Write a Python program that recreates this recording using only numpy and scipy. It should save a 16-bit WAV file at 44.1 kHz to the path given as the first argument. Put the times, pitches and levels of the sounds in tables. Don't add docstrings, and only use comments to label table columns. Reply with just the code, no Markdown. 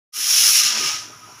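import sys
import numpy as np
from scipy import signal
from scipy.fft import rfft, irfft, next_fast_len
from scipy.io import wavfile
from scipy.ndimage import uniform_filter1d, map_coordinates

SR = 44100
rng = np.random.default_rng(int(sys.argv[2]) if len(sys.argv) > 2 else 0)


def to_wav(sig):
    pcm = np.clip(np.atleast_2d(sig), -1, 1) * 32767
    pcm = np.round(pcm).astype(np.int16)
    wavfile.write(sys.argv[1], SR, pcm.T)


N = 61739
TIME_S = np.arange(N) / SR


def amp(db):
    return 10 ** (np.asarray(db) / 20)


def unit(x):
    return x / np.sqrt(np.mean(x ** 2) + 1e-20)


def along(points, hz):
    point_hz, point_db = np.transpose(points)
    return np.interp(np.log(hz + 1), np.log(point_hz + 1), point_db, left=-120)


def curves(rows):
    start_s, *columns = np.transpose(rows)
    return [np.interp(TIME_S, start_s, column) for column in columns]


def wobble(rate):
    knots = rng.standard_normal(N // 20)
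    return map_coordinates(knots, [TIME_S * rate])


def filtered(x, response):
    size = next_fast_len(N + SR // 2)
    spectrum = rfft(x, size) * response(np.fft.rfftfreq(size, 1 / SR))
    return irfft(spectrum, size)[..., :N]


def rush(spectrum, patchy_db):
    bins = signal.stft(rng.standard_normal(N), nperseg=512)[2]
    patches = uniform_filter1d(rng.standard_normal(bins.shape), size=5, axis=0)
    patches = uniform_filter1d(patches, size=8, axis=1)
    noise = signal.istft(bins * amp(patchy_db * unit(patches)), nperseg=512)[1][:N]
    return unit(filtered(noise, lambda hz: amp(along(spectrum, hz))))


# start_s [s], level_db [dB], then treble_db, middle_db, air_db [dB over the main band]
JET_COURSE = [(.2, -17, -3, -7.5, -14), (.3, -16, -6, -10.5, -14), (.43, -16, -5.5, -11.5, -20),
              (.5, -16.5, -3.5, -9.5, -15), (.57, -15, -6.5, -9.5, -17), (.64, -17, -9, -7.5, -24),
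              (.69, -19, -12.5, -5.5, -22), (.745, -22.5, -15.5, -3.5, -25), (.84, -23.5, -12, -4, -22),
              (.905, -23.5, -14.5, -5.5, -21), (.97, -29.5, -14.5, -1.5, -26),
              (1.01, -34.5, -16, -6.5, -34), (1.05, -39, -17, -5, -30)]
# freq_hz [Hz], level_db [relative dB per Hz]
JET_MAIN_COLOUR = [(2530, -17.5), (4300, -12.5), (4420, -17.5), (5290, -3), (5600, -2.5), (6260, -7),
                   (7160, -11.5), (7600, -20), (8200, -25), (10700, -24.5), (18000, -120)]
JET_TREBLE_COLOUR = [(4650, -31), (7900, -8.5), (8170, -12.5), (9300, -3), (10700, 1), (13400, -12.5)]
JET_MIDDLE_COLOUR = [(590, -22), (1000, -21), (1120, -15), (1240, -11.5), (1350, -9.5), (1780, -8),
                     (2830, -2), (4370, -9.5), (4600, -5), (5980, -27), (10100, -120)]
JET_AIR_COLOUR = [(7650, -22), (13000, -7), (13800, -7), (14400, -3), (14900, 6), (15700, -16)]
SPUTTER_DB, SPUTTER_PER_S = 1, 250
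DYING_DB_PER_S = 153


def jet():
    level_db, treble_db, middle_db, air_db = curves(JET_COURSE)
    level_db = level_db - DYING_DB_PER_S * np.maximum(TIME_S - JET_COURSE[-1][0], 0)
    bands = rush(JET_MAIN_COLOUR, patchy_db=0.0)
    bands = bands + amp(treble_db) * rush(JET_TREBLE_COLOUR, patchy_db=1.0)
    bands = bands + amp(middle_db) * rush(JET_MIDDLE_COLOUR, patchy_db=1.5)
    bands = bands + amp(air_db) * rush(JET_AIR_COLOUR, patchy_db=-2.0)
    sputter_db = SPUTTER_DB * wobble(SPUTTER_PER_S)
    slow_sway_db = 0.86 * wobble(24.13)
    return amp(level_db + sputter_db + slow_sway_db) * bands


# freq_hz [Hz], level_db [relative dB per Hz]
LEAK_COLOUR = [(650, -54), (1100, -23), (1300, -7.5), (1600, -14), (2400, -10.5), (3500, -16), (4400, -19),
               (5100, -13), (5600, -4), (6300, -13), (7100, -15), (7900, -31), (9200, -23.5), (10800, -19),
               (12000, -23.5), (13800, -34), (15000, -25), (15700, -35)]
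LEAK_DB = -46


def leak():
    return amp(LEAK_DB + 0.56 * wobble(14.1)) * rush(LEAK_COLOUR, patchy_db=1.0)


# start_s [s], level_db [dB]
ROAR_LEVEL = [(0.14, -51), (0.188, -41.5), (0.22, -49), (0.29, -45), (0.62, -47), (0.63, -58), (0.664, -45),
              (0.874, -36.5), (0.976, -50), (1.11, -46.5), (1.128, -53.5), (1.33, -46.5), (1.362, -57.5),
              (1.4, -48)]
# freq_hz [Hz], level_db [relative dB per Hz]
ROAR_COLOUR = [(94, -70), (160, -24.5), (217, -9.5), (270, -13), (444, -12.5), (553, -17), (1080, -11),
               (1200, -8), (1560, -17), (2640, -120)]
# [dB, peak of the ring relative to the direct sound]
POT_RESONANCES = [(297, 13.6, 1), (609, 10.5, -1.5), (836, 28, 3.5), (990, 9.1, 7)]


def pot(hz):
    response = 1
    for centre_hz, width_hz, added_db in POT_RESONANCES:
        bell = width_hz ** 2 / (width_hz ** 2 + 4 * (hz - centre_hz) ** 2)
        response = response + amp(added_db) * bell
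    return response


def roar():
    ringing = unit(filtered(rush(ROAR_COLOUR, patchy_db=3.0), pot))
    return amp(curves(ROAR_LEVEL)[0]) * ringing


# start_s [s], level_db [dB]
TONE_LEVEL = [(0.14, -30), (0.15, -30.5), (0.296, -76), (0.318, -65), (0.364, -67), (0.416, -74),
              (0.5, -68), (0.566, -63), (0.598, -35.5), (0.706, -43.5), (0.728, -52), (0.85, -30),
              (0.872, -61), (0.896, -34), (1.116, -62.5), (1.138, -46), (1.19, -85), (1.236, -41.5),
              (1.39, -75), (1.4, -57)]
TONE_HZ, TONE_RISE_HZ, TONE_RISE_S = 1227.4, 27.46, 0.86
TONE_WANDER, TONE_FLUTTER_DB = 0.0103, 3.5


def vent_tone():
    pitch_hz = TONE_HZ + TONE_RISE_HZ / (1 + np.exp((TONE_RISE_S - TIME_S) / .04))
    pitch_hz = pitch_hz * (1 + TONE_WANDER * wobble(69.96))
    phase = 2 * np.pi * np.cumsum(pitch_hz) / SR
    level_db = curves(TONE_LEVEL)[0] + TONE_FLUTTER_DB * wobble(59.7)
    return amp(level_db) * np.sqrt(2) * np.sin(phase)


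# start_s [s], level_db [dB]
FLAME_LEVEL = [(0.2, -59), (0.332, -57), (0.346, -60), (0.686, -54.5), (0.712, -66), (0.84, -47),
               (0.916, -58), (1.4, -57.5)]
# freq_hz [Hz], level_db [relative dB per Hz]
FLAME_COLOUR = [(15, -49), (25, -28), (43, -25), (75, -1), (91, -8), (103, 7.5), (170, 2.5), (220, -18),
                (370, -120)]


def burner():
    return amp(curves(FLAME_LEVEL)[0]) * rush(FLAME_COLOUR, patchy_db=3.5)


# multiple [of the hum pitch], level_db [dB over the hum level], late_s [s]
HUM_STACK = [(1, -1, 0.018), (2, -3.5, 0.062), (3, -14.5, 0.035)]
HUM_S, HUM_RISE_S, HUM_HOLD_S, HUM_FALL_S = 0.71, 0.018, 0.065, 0.027
HUM_HZ, HUM_DB = 223, -43


def hum():
    knees_s = HUM_S + np.cumsum([0, HUM_RISE_S, HUM_HOLD_S, HUM_FALL_S])
    phase = 2 * np.pi * np.cumsum(HUM_HZ * (1 + 0.0064 * wobble(32.3))) / SR
    total = np.zeros(N)
    for multiple, level_db, late_s in HUM_STACK:
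        swell = np.interp(TIME_S - late_s, knees_s, [0, 1, 1, 0])
        gain = amp(HUM_DB + level_db + 2.8 * wobble(30.7))
        total += gain * swell * np.sin(multiple * phase)
    return total


KITCHEN_T60_S, KITCHEN_DB = 0.22, -6.5


def kitchen(x):
    tail_s = np.arange(SR // 2) / SR
    tail = rng.standard_normal(len(tail_s)) * amp(-60 * tail_s / KITCHEN_T60_S)
    wet = signal.fftconvolve(x, tail / np.linalg.norm(tail))[:N]
    return (x + amp(KITCHEN_DB) * wet) / np.hypot(1, amp(KITCHEN_DB))


def scene():
    steam = kitchen(jet() + leak() + roar())
    mono = steam + vent_tone() + burner() + hum()
    return np.tile(mono, (2, 1))


FADE_START_S, FADE_EDGE_S, FADE_S, FADE_POWER = .121, .02, .27, .9
TOP_HZ = 15610


def record(dry):
    since_s = TIME_S - FADE_START_S
    fade = np.clip(since_s / FADE_S, 0, 1) ** FADE_POWER
    soft_edge = np.clip(since_s / FADE_EDGE_S, 0, 1)
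    return filtered(dry * fade * soft_edge, lambda hz: np.clip((TOP_HZ - hz) / 120, 0, 1) ** 2)


dry = scene()
out = record(dry)
to_wav(out)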